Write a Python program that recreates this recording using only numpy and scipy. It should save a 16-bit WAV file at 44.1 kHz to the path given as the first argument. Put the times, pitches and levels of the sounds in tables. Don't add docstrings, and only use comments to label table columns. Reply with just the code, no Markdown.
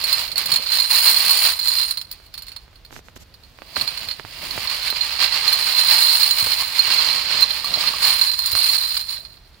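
import sys
import numpy as np
from scipy import signal
from scipy.fft import rfft, irfft
from scipy.io import wavfile
from scipy.ndimage import uniform_filter1d

SR = 44100
rng = np.random.default_rng(int(sys.argv[2]) if len(sys.argv) > 2 else 0)


def wav_record(signal):
    frames = np.transpose(np.atleast_2d(signal))
    bounded = np.clip(frames, -1, 1)
    quanta = np.round(bounded * 32767).astype(np.int16)
    wavfile.write(sys.argv[1], SR, quanta)


N = 423360
TIME, BINS, FRAMES = np.arange(N) / SR, np.fft.rfftfreq(N, 1 / SR), np.arange(0, N / SR, .002)
OVAL_HZ, SPLIT_HZ = 4185, 6000
CROSSOVER = [signal.butter(4, SPLIT_HZ, kind, fs=SR, output="sos") for kind in ("low", "high")]


def amp(db):
    return 10 ** (np.asarray(db) / 20)


def unit_rms(x):
    return x / np.sqrt(np.mean(x ** 2) + 1e-20)


def curve_at(points, hz):
    f, value = np.transpose(points)
    return np.interp(np.log(hz + 1), np.log(f + 1), value)


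def add(mix, s, sound):
    part = mix[:, max(round(s * SR), 0):][:, :sound.shape[1]]
    part += sound[:, :part.shape[1]]


def panned(db):
    pair = amp(np.array([db, -db]) / 2)
    return (pair / np.sqrt(np.mean(pair ** 2, 0))).reshape(2, -1)


def colour(x, spectrum, size=1024):
    log_gain = np.log(amp(curve_at(spectrum, abs(np.fft.fftfreq(size, 1 / SR)))))
    taps = np.fft.ifft(np.exp(np.conj(signal.hilbert(log_gain)))).real
    return signal.oaconvolve(x, taps[None, :size // 2], axes=1)[:, :x.shape[1]]


def push_power(start, hold, swell_s, slump_db_per_s=137.5, creep_db=-16, creep_db_per_s=54.5):
    early, late = np.maximum(start - FRAMES, 0), np.maximum(FRAMES - start - hold, 0)
    settling = amp(-slump_db_per_s * late) ** 2 + amp(creep_db - creep_db_per_s * late) ** 2
    return amp(-20 * early / swell_s) ** 2 * settling


def heap_motion(jostle_db=1.8, jostle_s=0.049):
    # t/s, hold/s, swell/s, ring level/dB, overtones re ring/dB, rustle level/dB
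    pushes = [(0.0, 0.23, .05, -25.5, -7.5, -30.5), (0.373, 0.053, 0.015, -29, -5.5, -30.5),
              (0.495, 0.073, 0.087, -25, -9.5, -30), (0.722, 0.1, .12, -18.5, -8.5, -29),
              (0.909, .19, 0.033, -14.5, -4, -23.5), (1.147, 0.36, 0.041, -19.5, -3.5, -25.5),
              (1.711, .12, 0.24, -18, -9, -34.5), (2.111, 0.027, 0.025, -49, -8, -48.5),
              (2.337, 0.2, .02, -48.5, -15, -52.5), (3.714, 0.021, 0.22, -48, -2, -46),
              (3.775, .04, .035, -26.5, -8, -29.5), (3.881, .24, 0.079, -36.5, -8, -38.5),
              (4.45, 0.21, 0.25, -37.5, -1, -32.5), (4.701, 0.17, 0.042, -24.5, -10, -28),
              (4.964, 0.26, 0.056, -28, -12.5, -31.5), (5.196, 0.33, .04, -21, -15.5, -26.5),
              (5.501, .23, 0.074, -21, -8.5, -26.5), (5.776, 0.21, .06, -16, -10, -25),
              (6.006, 0.17, 0.04, -16, -8.5, -30), (6.194, 0.24, 0.03, -21, -5.5, -29),
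              (6.447, .17, 0.025, -22.5, -6, -27.5), (6.679, .1, .05, -29, -3.5, -32),
              (6.85, 0.31, 0.38, -18.5, -14, -25), (7.299, 0.13, 0.16, -21, -17.5, -26.5),
              (7.503, .08, .05, -30, -7.5, -33.5), (7.677, 0.32, 0.12, -22.5, -11, -27),
              (8.026, 0.17, .05, -19, -7.5, -26), (8.239, 0.054, .03, -18.5, -12, -51),
              (8.384, 0.17, 0.064, -23, -10, -42), (8.588, 0.15, 0.16, -16, -9, -31),
              (8.807, 0.17, 0.081, -22.5, -8.5, -40), (9.098, 0.035, 0.15, -27.5, -11, -47.5)]
    power = amp([-69, -68, -67.5])[:, None] ** 2
    for start, hold, swell_s, ring_db, overtones_db, rustle_db in pushes:
        strength = amp([[ring_db], [ring_db + overtones_db], [rustle_db]])
        power = power + strength ** 2 * push_power(start, hold, swell_s)
    span = int(jostle_s * SR)
    jostle = uniform_filter1d(uniform_filter1d(rng.standard_normal(N), span), span // 2)
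    surge = amp(jostle_db * unit_rms(jostle))
    return [surge * np.interp(TIME, FRAMES, np.sqrt(layer)) for layer in power]


def follow(x, envelope, span_s=0.017):
    power = uniform_filter1d(x.mean(0) ** 2, int(span_s * SR))
    power = abs(uniform_filter1d(power, int(span_s * SR / 2)))
    return x / np.sqrt(power + 0.04 * power.mean()) * envelope


def building_rumble(level_db=-50, wide_hz=500):
    # f/Hz, relative level/dB
    spectrum = [(12, -43.5), (20, -6.5), (40, 3), (68, 2), (142, -8), (248, -17.5), (558, -18.5),
                (678, -20), (2670, -24.5), (4300, -23.5), (6720, -35), (10800, -46), (12100, -39),
                (16000, -44.5)]
    common, apart = rfft(rng.standard_normal((2, N)))
    side = apart * np.sqrt(BINS / (BINS + wide_hz)) * 0.65
    noise = irfft(np.array([common + side, common - side]) * amp(curve_at(spectrum, BINS)), N)
    return amp(level_db) * unit_rms(noise) * panned(-1.8)


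def reflections(x, room_db=-23, heap_db=-12, heap_t60=0.035, shift_hz=6, path_sets=5):
    # f/Hz, T60/s
    decay_times = [(200, 0.3), (1500, 1), (4200, 0.17), (9000, 0.087), (16000, 0.45)]
    t = np.arange(SR // 2) / SR
    shape = (path_sets + 1, 2, len(t))
    echoes = rng.standard_normal(shape) * (rng.random(shape) < .08)
    hz, age, spectra = signal.stft(echoes[-1] * (t > .008), SR, nperseg=256)
    decay = amp(-60 * age / curve_at(decay_times, hz)[:, None])
    tail = signal.istft(spectra * decay, SR, nperseg=256)[1][:, :len(t)]
    out = x + signal.oaconvolve(x, amp(room_db) * tail / np.linalg.norm(tail[0]), axes=1)[:, :N]
    for k in range(path_sets):
        paths = (echoes[k] * amp(-60 * t / heap_t60) * (t > .001))[:, :SR // 10]
        paths = amp(heap_db) * paths / np.linalg.norm(paths[0])
        crossfade = np.sqrt(np.maximum(1 - abs((TIME * shift_hz - k) % path_sets - 1), 0))
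        out += signal.oaconvolve(x * crossfade, paths, axes=1)[:, :N]
    return out


def microphone_ports(x, alike_hz=800):
    # f/Hz, left-minus-right level/dB
    balance = [(100, -3), (600, 2), (1100, -4), (2200, -8.5), (4200, -12.5), (5000, -10.5), (5900, 2.5),
               (6800, 11), (8500, 14), (10000, 4.5), (11800, 8), (12800, -25), (15000, 3)]
    spectra = rfft(x)
    leak = np.pi / 4 * alike_hz ** 2 / (BINS ** 2 + alike_hz ** 2)
    blended = spectra * np.cos(leak) + spectra[::-1] * np.sin(leak)
    return irfft(blended * panned(curve_at(balance, BINS)), N)


def floor_bumps(gain_db=-1, decay_s=0.013, rise_s=0.0035, size=6000):
    # t/s, relative peak level/dB, f/Hz
    bumps = [(3.779, -35, 72.7), (4.066, -43, 102), (4.188, -40, 140), (4.243, -34.5, 101),
             (4.577, -32, 99), (6.424, -29, 110.5), (6.456, -32, 92), (8.528, -29, 81.5), (8.548, -32, 77)]
    out, t = np.zeros((2, N)), np.arange(size) / SR
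    band = signal.butter(2, [120, 800], "band", fs=SR, output="sos")
    for s, db, hz in bumps:
        scuff = unit_rms(signal.sosfilt(band, rng.standard_normal(size)))
        envelope = np.exp(-t / decay_s) * (1 - np.exp(-t / rise_s))
        thud = (2 * np.sin(2 * np.pi * hz * t) + scuff / 2) * envelope
        add(out, s, amp(db + gain_db) * thud / abs(thud).max() * panned(-6))
    return out


def finger_ticks(gain_db=3, decay_s=0.00022, skin=0.064, skin_s=0.0076, size=1500):
    # t/s, relative peak level/dB, f/Hz
    ticks = [(2.201, -38, 400), (2.68, -38, 600), (2.73, -41, 810), (2.908, -31, 670), (2.927, -27.5, 400),
             (2.958, -36, 1400), (2.964, -25, 1390), (2.992, -31, 400), (3.085, -29, 1400),
             (3.164, -28, 560), (3.588, -28.5, 700), (3.62, -22.5, 670), (3.767, -9, 1380),
             (4.197, -17.5, 1420), (4.25, -21, 850), (4.578, -14, 600), (4.927, -15.5, 1200),
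             (6.469, -16, 600), (8.553, -13.5, 890), (9.375, -42, 890)]
    out, t = np.zeros((2, N)), np.arange(size) / SR
    band = signal.butter(2, [250, 3600], "band", fs=SR, output="sos")
    for s, db, hz in ticks:
        rub = unit_rms(signal.lfilter([1], [1, -.88], rng.standard_normal(size)))
        click = np.cos(2 * np.pi * hz * t) * np.exp(-t / decay_s)
        tick = signal.sosfilt(band, click + skin * rub * np.exp(-t / skin_s))
        add(out, s, amp(db + gain_db) * tick / abs(tick).max() * panned(-17))
    return out


def sleeve_swishes(grain_db=3):
    # t/s, duration/s, level/dB
    brushes = [(2.897, 0.12, -42.5), (3.03, 0.087, -53.5), (3.153, .03, -41), (3.189, 0.057, -45.5),
               (3.297, 0.54, -61), (4.363, .3, -43.5)]
    spectrum = [(60, 16), (300, 9.5), (1200, -4), (4500, 1.5), (7000, -0.5), (10000, -10),
                (13000, -2), (16000, -21)]
    out = np.zeros((2, N))
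    fibres = rng.standard_normal((2, N)) * amp(grain_db * np.minimum(rng.exponential(1, N), 5))
    cloth = unit_rms(colour(fibres, spectrum))
    for s, duration, db in brushes:
        swell = signal.windows.tukey(int(duration * SR), .7)
        add(out, s, amp(db) * swell * cloth[:, int(s * SR):][:, :len(swell)] * panned(-4.2))
    return out


def bag_friction(rustle, lumpy_db=3, swell_s=0.18, rub_db=-28.5):
    # t/s, hold/s, level/dB
    scrapes = [(0.0, 0.44, -51), (0.464, 0.13, -46), (3.777, 0.038, -44.5), (3.933, 0.15, -50),
               (4.44, 0.14, -43.5), (7.0, .14, -49), (7.278, 0.23, -48), (7.672, 0.22, -45),
               (9.19, 0.022, -56)]
    spectrum = [(40, -35.5), (110, 2.5), (190, -1.5), (300, -5), (450, -5.5), (650, 1.5),
                (1200, -22), (4000, -47)]
    common, apart, lumps = rng.standard_normal((3, N))
    rub = colour(np.array([common + apart / 2, common - apart / 2]), spectrum)
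    rub = unit_rms(rub * amp(lumpy_db * unit_rms(uniform_filter1d(lumps, 900))))
    sliding = sum(amp(db) ** 2 * push_power(start, hold, swell_s) for start, hold, db in scrapes)
    power = np.interp(TIME, FRAMES, sliding) + (amp(rub_db) * rustle) ** 2
    return rub * np.sqrt(power) * panned(-1)


def film_crinkle(rustle, snaps_per_s=2200, spread_db=-0.5, hiss=0.18, shared=0.64):
    # f/Hz, relative level/dB
    spectrum = [(80, -18), (330, -18.5), (700, -11), (1080, -1.5), (1350, -7.5), (2200, 1), (3000, 2.5),
                (3330, 0), (3800, 0), (4700, 5), (5800, -12), (7800, -14), (11000, -27), (16000, -17.5)]
    snapping = rng.random((3, N)) < snaps_per_s / SR
    snaps = snapping * amp(spread_db * np.minimum(rng.exponential(1, (3, N)), 5))
    drive = (snaps + hiss) * rng.standard_normal((3, N))
    clumps = amp(2.0 * unit_rms(uniform_filter1d(rng.standard_normal(N), 500)))
    return follow(colour((drive[:2] + shared * drive[2]) * clumps, spectrum), rustle)


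def tube_clonks(gain_db=6, t60=0.045, size=4000):
    # t/s, relative peak level/dB, f/Hz
    clonks = [(6.623, -30.5, 1080), (7.644, -29, 1150), (7.8384, -30, 1210), (7.9384, -29.5, 1140),
              (8.0423, -37, 1090), (8.5728, -35, 1150)]
    out, t = np.zeros((2, N)), np.arange(size) / SR
    for s, db, hz in clonks:
        add(out, s, amp(db + gain_db - 60 * t / t60) * np.sin(2 * np.pi * hz * t) * panned(0))
    return out


def collision(hz, pinch_db, strike_db=3, mismatch=0.0092, damping=0.14, size=3600):
    # f/Hz, relative level/dB, T60/s
    tube_modes = [(1080, -21, 0.092), (3034, -38, .015), (4184, 7, 0.071), (4220, -3, 0.018),
                  (4360, -8, .011), (7083, -14.5, 0.067), (8760, -14, 0.086), (9664, -8.5, 0.078),
                  (10240, -11, 0.058), (11970, -4, 0.056), (12960, -9, .05), (15300, -1.5, 0.047),
                  (16200, -7, 0.038)]
    # f/Hz, relative level/dB
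    contact = [(100, -21.5), (500, -21.5), (1000, -3), (2500, 0.5), (3350, 2), (4600, 13.5), (6000, -12.5),
               (8000, -6.5), (10500, -6), (12500, -5.5), (13800, -38), (16000, 1.5)]
    rise_s, contact_s, contact_db = 0.00078, 0.0054, -5
    t = np.arange(size) / SR
    f, db, t60 = np.transpose(tube_modes)
    detune, weight = rng.standard_normal((2, len(f)))
    oval = db == db.max()
    t60 = t60 * amp(-damping * pinch_db * oval)
    pitch = np.where(oval, hz, f * (1 + mismatch * detune))
    height = amp(db + strike_db * weight * ~oval)
    phase = 2 * np.pi * (pitch[:, None] * t + rng.random((2, len(f), 1)))
    modes = np.sin(phase) * height[:, None] * amp(-60 * t / t60[:, None])
    ring = modes.sum(1) * (1 - np.exp(-t / rise_s))
    chatter = unit_rms(colour(rng.standard_normal((2, size)), contact))
    crack = 4 * amp(contact_db) * chatter * np.exp(-t / contact_s)
    fade = np.minimum((size - np.arange(size)) / (size / 2), 1)
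    low = signal.sosfilt(CROSSOVER[0], fade * (ring + amp(pinch_db) * crack))
    high = signal.sosfilt(CROSSOVER[1], fade * (ring + crack))
    return np.array([low, high])


def tube_rattle(ringing, overtones, rustle, hits_per_s=480, spread_db=3, pinch_db=9, count=150):
    freedom = np.linspace(0, 1, count)
    raised = (rng.random(count) < 1.3 * (1 - freedom) ** 2) * rng.exponential(1, count)
    pitches = OVAL_HZ * (1 + .032 * raised + 0.0079 * (rng.standard_normal(count) - .5))
    tubes = [collision(hz, pinch_db * (1 - 2 * free)) * panned(3 * rng.standard_normal())
             for hz, free in zip(pitches, freedom)]
    spill = 20 * np.log10(ringing / rustle) / 14
    which = (np.clip(spill, 0, .5) + rng.random(N) / 2) * (count - 1)
    low, high = np.zeros((2, 2, N))
    chance, force = rng.random(N), rng.exponential(1, N)
    for at in np.flatnonzero(chance < hits_per_s / SR):
        hit_low, hit_high = amp(spread_db * min(force[at], 3)) * tubes[int(which[at])]
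        add(low, at / SR, hit_low)
        add(high, at / SR, hit_high)
    return amp(-4) * follow(low, ringing) + amp(-0.57) * follow(high, overtones)


def tube_clinks(gain_db=0.97, treble_db=6, free_db=-30.5, rebound_db=-8, rebound_s=0.0088):
    # t/s, relative ring level/dB, f/Hz, relative overtone level/dB
    clinks = [(0.04, -21, 4300, -8), (.127, -13, 4190, -12.5), (.277, -32, 4260, -13),
              (0.316, -26, 4210, -14), (0.357, -22, 4370, -18), (.379, -18.5, 4140, -5.5),
              (.458, -24, 4220, -5), (.517, -16.5, 4290, -9.5), (0.538, -17, 4170, -10),
              (0.559, -15.5, 4260, -11.5), (0.665, -21.5, 4330, -23.5), (0.799, -14, 4244, -12),
              (1.077, -15, 4190, -22.5), (1.162, -16, 4220, -19), (1.306, -13.5, 4305, -8),
              (1.592, -22.5, 4160, -11), (1.681, -20, 4185, -6), (1.908, -23.5, 4160, -6.5),
              (1.972, -23.5, 4220, -15), (2.013, -30, 4120, -10), (2.113, -36, 4160, 0),
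              (2.262, -53, 4300, -4), (2.34, -34, 4320, -11), (2.377, -33.5, 4340, -9),
              (2.421, -39, 4300, -6), (2.467, -42, 4230, -9), (2.482, -36.5, 4280, -11),
              (2.518, -38, 4360, -14), (2.562, -33.5, 4220, -13.5), (2.757, -50, 4300, -11),
              (2.849, -43.5, 4270, -12.5), (3.34, -44.5, 4290, -14), (3.435, -49, 4300, -17),
              (3.759, -19.5, 4160, -25), (3.811, -20.5, 4270, -15), (3.876, -20.5, 4220, -19),
              (3.974, -25.5, 4170, -21), (4.042, -36, 4330, -28), (4.086, -24, 4190, -20),
              (4.111, -23.5, 4300, -27), (4.508, -26, 4200, -16), (4.673, -23, 4250, -32),
              (4.902, -21, 4160, -12), (5.009, -16.5, 4190, -32), (5.324, -21, 4340, -23),
              (5.478, -13, 4200, -19), (5.527, -13, 4200, -18.5), (6.021, -14, 4110, -32),
              (6.23, -13, 4180, -14), (6.309, -12, 4100, -16), (6.517, -17.5, 4190, -22),
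              (6.791, -11, 4250, -24), (6.94, -18.5, 4310, -10), (7.407, -23.5, 4140, -7),
              (7.424, -7.5, 4160, -31), (7.506, -18, 4180, -34), (7.644, -22.5, 4210, -14),
              (7.739, -13.5, 4100, -65), (7.873, -15.5, 4220, -22), (8.095, -23, 4240, -25),
              (8.213, -11.5, 4180, -20), (8.389, -19.5, 4190, -12), (8.459, -27, 4150, 2),
              (8.517, -25, 4140, -3.5), (8.613, -18, 4220, -28), (8.948, -28, 4130, -32),
              (9.141, -50, 4000, -28), (9.169, -32, 4200, -33), (9.25, -37, 4220, -23),
              (9.37, -49, 4260, -27), (9.543, -52.5, 4350, -26.5)]
    out, attack = np.zeros((2, N)), SR // 100
    for s, db, hz, overtones_db in clinks:
        pinch_db = min(0.5 * (free_db - db), 1)
        first = collision(hz, pinch_db, strike_db=3.5)
        second = collision(OVAL_HZ * rng.uniform(1.0, 1.04), pinch_db)
        delay = int(rebound_s * rng.uniform(.4, 1.4) * SR)
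        rebound = amp(rebound_db + pinch_db / 2) * np.pad(second, ((0, 0), (0, 0), (delay, 0)))
        low, high = np.pad(first, ((0, 0), (0, 0), (0, delay))) + rebound
        ring = low / np.std(low[:, :attack])
        overtones = amp(overtones_db + treble_db) * high / np.std(high[:, :attack])
        add(out, s, amp(db + gain_db) * (ring + overtones))
    return out


def scene():
    ringing, overtones, rustle = heap_motion()
    glass = tube_rattle(ringing, overtones, rustle) + tube_clinks() + tube_clonks()
    heap = microphone_ports(reflections(glass + film_crinkle(rustle)))
    handling = bag_friction(rustle) + sleeve_swishes() + finger_ticks() + floor_bumps()
    return heap + handling + building_rumble()


def record(dry, ceiling=0.86, edge_hz=15900):
    lowpass = signal.firwin(601, edge_hz, window=("kaiser", 8), fs=SR)
    limited = dry / (1 + (dry / ceiling) ** 6) ** (1 / 6)
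    return signal.oaconvolve(limited, lowpass[None], "same")


dry = scene()
out = record(dry)
wav_record(out)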